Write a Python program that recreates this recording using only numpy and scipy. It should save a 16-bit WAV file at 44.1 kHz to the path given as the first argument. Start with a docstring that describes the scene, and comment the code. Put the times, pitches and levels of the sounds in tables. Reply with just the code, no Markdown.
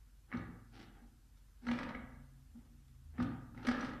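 """In a bare tiled room, a hand works the float valve inside an empty plastic toilet cistern (the tank).
Each move knocks small plastic parts together and pushes the tank wall, which gives a hollow thump.
In between, parts slide and rub in many tiny slips. The tiles echo every knock,
above a faint low hum, two drones and hiss."""
import sys
import numpy as np
from scipy import signal
from scipy.fft import rfft, irfft
from scipy.io import wavfile
from scipy.ndimage import uniform_filter1d

SR = 44100
rng = np.random.default_rng(int(sys.argv[2]) if len(sys.argv) > 2 else 0)


def pcm_store(signal):
    """Save signal as 16-bit PCM."""
    levels = np.round(np.clip(np.atleast_2d(signal), -1, 1) * 32767)
    wavfile.write(sys.argv[1], SR, levels.astype(np.int16).T)


N = 176400  # 4 seconds


def knocks(knock_db=-8, crack_fade_s=0.039, ring_db=-28.5, width_octaves=0.48, detune=0.028, spread_db=2.5):
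    """Each contact gives a short crack of the shell and rings the tones near the struck part's pitch."""
    # parts knocking: t/s, relative level/dB, treble tilt/(dB per octave), contact time/s,
    # extra ring/dB, centre of the ring f/Hz
    hits = [(0.3168, -25, -9, 0.00054, 15.5, 2100), (0.3257, -19.5, -12, 0.00059, 20.5, 2110),
            (.335, -24, 1.5, 0.00052, 18, 1790), (.345, -11, -10, 0.0037, 4.5, 1300),
            (.371, -21.5, 0, 0.00049, 25.5, 5500), (1.3721, -36.5, 5, 0.00058, 9, 4040),
            (1.667, -14, 1, .002, 13.5, 1570), (1.682, -14.5, -9, 0.0024, 27, 4240),
            (1.6873, -10, -1.5, 0.00068, 13, 1420), (1.7125, -7, 0.5, 0.0011, 13, 2940),
            (1.732, -17, 0, 0.0025, 21, 3000), (1.7876, -9, -0.5, 0.0012, 9.5, 1960),
            (1.8084, -11, -9, 0.003, 11.5, 1380), (1.8298, -12.5, 1, 0.0023, 10, 1690),
            (1.889, -12, -1.5, 0.0022, 9, 1720), (1.907, -15.5, -23, 0.00081, -6, 1500),
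            (1.947, -15.5, -5, 0.0023, 18, 2020), (2.556, -40, -3, .003, -15, 1290),
            (2.8805, -37.5, 7, 0.00045, 4, 4000), (3.1806, -17, -6, 0.0015, 9, 1970),
            (3.2004, -12.5, -11, 0.003, 12, 1330), (3.2245, -16, 3.5, 0.00063, 10, 6000),
            (3.546, -26.5, -4, .001, 4, 1270), (3.5767, -29, 3, 0.0006, 17, 2240),
            (3.6267, -21, 1, 0.0056, 6, 1300), (3.6491, -13, -5.5, .005, 20, 4020),
            (3.6677, -6, 3.5, 0.004, 15, 1990), (3.685, -2.5, 0, 0.0024, 9.5, 1790),
            (3.712, -4, -1, 0.0025, 6, 1750), (3.741, -13, -4, 0.0038, 9, 1400),
            (3.8082, -19.5, 4, 0.00089, 29, 5900), (3.8278, -12.5, -7, 0.0015, 11, 1780),
            (3.846, -15, 2, 0.0013, 10.5, 1670), (3.889, -15.5, -0.5, 0.0018, 5, 3000),
            (3.933, -16.5, -1.5, 0.0025, 7, 4050)]
    # natural tones of the plastic parts: f/Hz, level/dB, time to fade by 60 dB/s
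    part_tones = [(704, -8, 0.015), (920, -8, 0.085), (1285, 5.5, 0.025), (1475, -12, 0.062),
                  (1680, -6.5, 0.039), (1902, -1.5, 0.026), (2085, -7, 0.028), (2228, -6, 0.027),
                  (2803, -13, 0.023), (3900, -18, 0.021), (4180, -17.5, 0.017), (5950, -25, 0.032)]
    # tone colour of the shell's crack: f/Hz, level/dB
    crack_spectrum = [(60, 0.5), (150, -3.5), (260, 12), (345, -0.5), (430, -5), (505, 6.5), (670, -5),
                      (760, 1.5), (1050, -4), (1290, 3.5), (1520, -6), (1700, 0.5), (2100, -8.5),
                      (2650, -10), (3000, -9), (4300, -14), (6000, -19.5), (6600, -28.5), (9400, -31),
                      (10300, -40.5), (14000, -43)]
    cracks, rings, t = np.zeros(N), np.zeros(N), np.arange(SR // 6) / SR
    for start, db, tilt_db, contact_s, extra_db, centre_hz in hits:
        attack = 1 - np.exp(-t / contact_s)
        burst = rng.standard_normal(len(t)) * amp(-60 * t / crack_fade_s) * attack
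        crack = colour(burst / np.linalg.norm(burst), crack_spectrum, tilt_db)
        add(cracks, start, amp(knock_db + db) * crack)
        tones = np.zeros(len(t))
        for hz, level, fade_s in part_tones:
            pitch_luck, level_luck, polarity = rng.standard_normal(3)  # no two knocks ring alike
            nearness = np.exp(-0.5 * (np.log2(hz / centre_hz) / width_octaves) ** 2)
            tone = (hz * (1 + detune * pitch_luck), level + spread_db * level_luck, fade_s)
            tones += np.sign(polarity) * nearness * ring([tone], t)
        add(rings, start, amp(knock_db + db + ring_db + extra_db) * tones * attack)
    return cracks, rings


def thumps(hollow_rise_s=0.02, boom_rise_s=0.0095, rock_hz=65.25, rock_swell_s=0.038):
    """The pushed wall shakes briefly, the tank rocks, its hollow rings, and the room booms low."""
    # the wall pushed and let go: t/s, level/dB, f/Hz, swell time/s, relative boom/dB, relative rocking/dB
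    pushes = [(.333, -34.5, 238.6, 0.021, -0.5, -18), (1.015, -55.5, 235.5, 0.02, -17, -18),
              (1.621, -48, 239, 0.038, -20, -26), (1.662, -33.5, 237.7, 0.04, -8, -14.5),
              (1.716, -40, 234, 0.009, -5, -11), (1.831, -42.5, 254, 0.0092, -1.5, -8.5),
              (1.975, -43, 234.2, 0.024, -16, -13), (2.546, -49.5, 232, 0.018, -5, -23),
              (3.18, -31, 241.1, 0.028, 0.5, -18.5), (3.245, -36.5, 276.3, .02, -27, -28),
              (3.555, -44, 241.4, 0.018, -6.5, -20), (3.669, -29, 240.3, 0.02, -15.5, -27),
              (3.722, -36.5, 247.4, .016, -18, -25), (3.83, -35.5, 246.3, 0.019, -7.5, -24)]
    # tones of the hollow inside the tank: f/Hz, level/dB, time to fade by 60 dB/s
    hollow_tones = [(234.2, -12.5, 1), (259, -17.5, 1), (302.4, -20.5, 1), (497, -31, 0.87)]
    # long low resonances of the room, set ringing by each thump: f/Hz, level/dB, time to fade by 60 dB/s
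    room_tones = [(84.5, -15, .4), (108.5, -10, 1.55), (132.3, -17.5, 1.1), (172, -8.5, 0.8),
                  (335, -18.5, .5)]
    out, t = np.zeros(N), np.arange(2 * SR) / SR
    hollow = ring(hollow_tones, t) * (1 - np.exp(-t / hollow_rise_s))
    boom = ring(room_tones, t) * (1 - np.exp(-t / boom_rise_s))
    rock = t / rock_swell_s * np.exp(1 - t / rock_swell_s) * np.sin(2 * np.pi * rock_hz * t)
    for start, db, hz, swell_s, boom_db, rock_db in pushes:
        wall = (t / swell_s * np.exp(1 - t / swell_s)) ** 2 * np.sin(2 * np.pi * hz * t)
        add(out, start, amp(db) * (wall + hollow + amp(boom_db) * boom + amp(rock_db) * rock))
    return out


def rubs(slips_per_s=2500, spread_db=-1):
    """Sliding parts make many tiny slips, which blur into a rub that swells and fades."""
    # sliding strokes: t/s, length/s, level/dB, treble tilt/(dB per octave)
    strokes = [(0.272, 0.19, -57, -8), (0.719, .15, -57, 1), (0.899, 0.17, -69, -7),
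               (1.609, 0.12, -59.5, -2), (1.672, 0.2, -56.5, 1.5), (2.524, 0.17, -71.5, -5),
               (3.123, 0.26, -55.5, -7.5), (3.185, 0.059, -49, -4), (3.553, 0.094, -56, -7.5),
               (3.634, .05, -47.5, -3), (3.681, 0.26, -52, 0)]
    # tone colour of sliding plastic: f/Hz, level/dB
    slide_spectrum = [(60, -8), (150, 4.5), (235, 13.5), (400, 3), (660, -7.5), (790, 5.5), (1000, -9),
                      (1400, -1.5), (2400, -5.5), (3500, -10), (5300, -13), (6800, -25.5), (14000, -37.5)]
    out = np.zeros(N)
    for start, length_s, db, tilt_db in strokes:
        strengths = rng.standard_normal(SR) * amp(spread_db * np.minimum(rng.exponential(1, SR), 4))
        slips = strengths * (rng.random(SR) < slips_per_s / SR)
        arch = np.sin(np.linspace(0, np.pi, int(length_s * SR)))
        add(out, start, amp(db) * arch * unit(colour(slips, slide_spectrum, tilt_db))[:len(arch)])
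    return out


def room(x, patterns=3, cycles_per_s=2.5, rise_s=0.0069):
    """Dense echoes off the tiles, the treble dying first."""
    # how long the room rings: f/Hz, time to fade by 60 dB/s
    fade_times = [(100, 1.4), (260, 0.87), (700, 0.89), (1700, 0.84), (2300, 0.56), (3200, 0.61),
                  (5000, 0.28), (9000, 0.19), (14000, .2)]
    hz, t, noise = signal.stft(rng.standard_normal((patterns, SR)), SR, nperseg=256)
    fade_s = read(fade_times, hz)[:, None]
    tails = signal.istft(noise * amp(-60 * t / fade_s), SR, nperseg=256)[1][:, :SR]
    longest_energy = SR * fade_s.max() / np.log(1e6)
    tails *= (1 - np.exp(-np.arange(SR) / SR / rise_s)) / np.sqrt(longest_energy)
    # three echo patterns take turns at a steady rate, so knocks echo differently
    cycle = np.arange(N) / SR * cycles_per_s + np.arange(patterns)[:, None] / patterns
    shares = np.cos(np.pi * cycle) ** 4
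    return signal.fftconvolve(x * shares / np.linalg.norm(shares, axis=0), tails, axes=1).sum(0)[:N]


def drones(pitches_hz=(74.3, 132.1), waver=0.02, flutter=0.21):
    """Two low tones swell and sink, wobbling a little in loudness and pitch."""
    # loudness of the drones over time: t/s, lower drone level/dB, upper drone level/dB
    swells = [(0, -79.5, -76), (1, -79, -74), (1.5, -75, -86), (2, -60, -62.5), (2.4, -67.5, -57),
              (2.55, -63, -73.5), (2.85, -69, -60), (3.12, -48.5, -66), (3.3, -62, -53.5), (4, -74, -69)]
    times, *levels = np.transpose(swells)
    out, t = np.zeros(N), np.arange(N) / SR
    for hz, db in zip(pitches_hz, levels):
        loudness = amp(np.interp(t, times, db)) * (1 + flutter * drift(9))
        out += loudness * wavering_tone(hz, waver, rate_hz=5.2)
    return out


def hum(hz=46.85, level_db=-62.5):
    """A faint, deep tone whose pitch wanders slightly."""
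    return amp(level_db) * unit(wavering_tone(hz, depth=0.014, rate_hz=2))


def hiss(level_db=-65):
    """Steady hiss and rumble; only the treble differs between left and right."""
    # tone colour of the background noise: f/Hz, level/dB
    noise_spectrum = [(12, -43), (22, -24), (34, -12.5), (60, -8.5), (100, -17), (140, -17), (190, -24.5),
                      (242, -17.5), (390, -34.5), (470, -34), (600, -37.5), (1500, -34.5), (2230, -39.5),
                      (4700, -40.5), (14000, -41.5)]
    # how alike left and right are: f/Hz, likeness (0 to 1)
    likeness = [(100, 1), (1500, 1), (4000, 1), (7000, 0.76), (14000, 0.33)]
    hz = np.fft.rfftfreq(N, 1 / SR)
    common, left, right = rfft(rng.standard_normal((3, N)))
    same = read(likeness, hz)
    stereo = np.sqrt(same) * common + np.sqrt(1 - same) * np.array([left, right])
    return amp(level_db) * unit(irfft(stereo * amp(read(noise_spectrum, hz)), N))


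def amp(db):
    """Turns decibels into a factor to multiply by."""
    return 10 ** (np.asarray(db) / 20)


def unit(x):
    """Scales a sound to an average power of 1."""
    return x / np.sqrt(np.mean(x ** 2) + 1e-20)


def read(points, hz):
    """Reads between a table's rows, with frequency spaced in octaves."""
    f, value = np.transpose(points)
    return np.interp(np.log(hz + 1), np.log(f), value)


def add(mix, start_s, sound):
    """Mixes a sound in at a given time."""
    part = mix[max(round(start_s * SR), 0):][:len(sound)]
    part += sound[:len(part)]


def colour(x, spectrum, tilt_db, tilt_from_hz=1500):
    """Gives a sound a tone colour, with the treble tilted by tilt_db per octave."""
    hz = abs(np.fft.fftfreq(2048, 1 / SR))
    octaves = np.log2(np.maximum(hz, tilt_from_hz) / tilt_from_hz)
    log_gain = np.log(amp(read(spectrum, hz) + tilt_db * octaves))
    taps = np.fft.ifft(np.exp(np.conj(signal.hilbert(log_gain)))).real  # rings after a hit, never before
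    return signal.fftconvolve(x, taps / np.linalg.norm(taps))[:len(x)]


def ring(tones, t):
    """Adds up pure tones, each fading by 60 dB in its own time."""
    return sum(amp(db - 60 * t / fade_s) * np.sin(2 * np.pi * hz * t) for hz, db, fade_s in tones)


def drift(rate_hz):
    """A slow random wander around zero, about 1 in size."""
    hz = np.fft.rfftfreq(N, 1 / SR)
    return unit(irfft(rfft(rng.standard_normal(N)) * np.exp(-(hz / rate_hz) ** 2) * (hz > 0), N))


def wavering_tone(hz, depth, rate_hz):
    """A pure tone whose pitch wanders by about the fraction depth."""
    return np.sin(2 * np.pi * np.cumsum(hz * (1 + depth * drift(rate_hz))) / SR)


def scene():
    """Knocks, thumps and rubs, heard directly and as echoes, over the background."""
    cracks, rings = knocks()
    thump, rub = thumps(), rubs()
    echo = room(amp(4) * cracks + amp(1.5) * rings + amp(-6) * thump + amp(2) * rub)
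    return cracks + rings + thump + rub + echo + hiss() + hum() + drones()


def record(dry, max_cut_db=5, knee_db=4, cut_from_hz=170, top_hz=14300):
    """A mild noise suppressor turns down sound near the background level; the top treble is cut off."""
    hz, _, spectra = signal.stft(dry, SR, nperseg=1024, noverlap=768)
    power = (abs(spectra) ** 2).mean(0)
    power = uniform_filter1d(uniform_filter1d(power, size=7, axis=0), size=5, axis=1)
    floor = np.quantile(power, 0.2, axis=1, keepdims=True) + 1e-30
    over_knee = power / floor / amp(knee_db) ** 2  # knee_db above the floor, the cut is halved
    cut_db = max_cut_db * (hz[:, None] > cut_from_hz) / (1 + over_knee ** 2)
    quieter = signal.istft(spectra * amp(-cut_db), SR, nperseg=1024, noverlap=768)[1][:, :N]
    lowpass = signal.firwin(511, top_hz, window=("kaiser", 9), fs=SR)
    return signal.oaconvolve(quieter, lowpass[None], "same")


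dry = scene()
out = record(dry)
pcm_store(out)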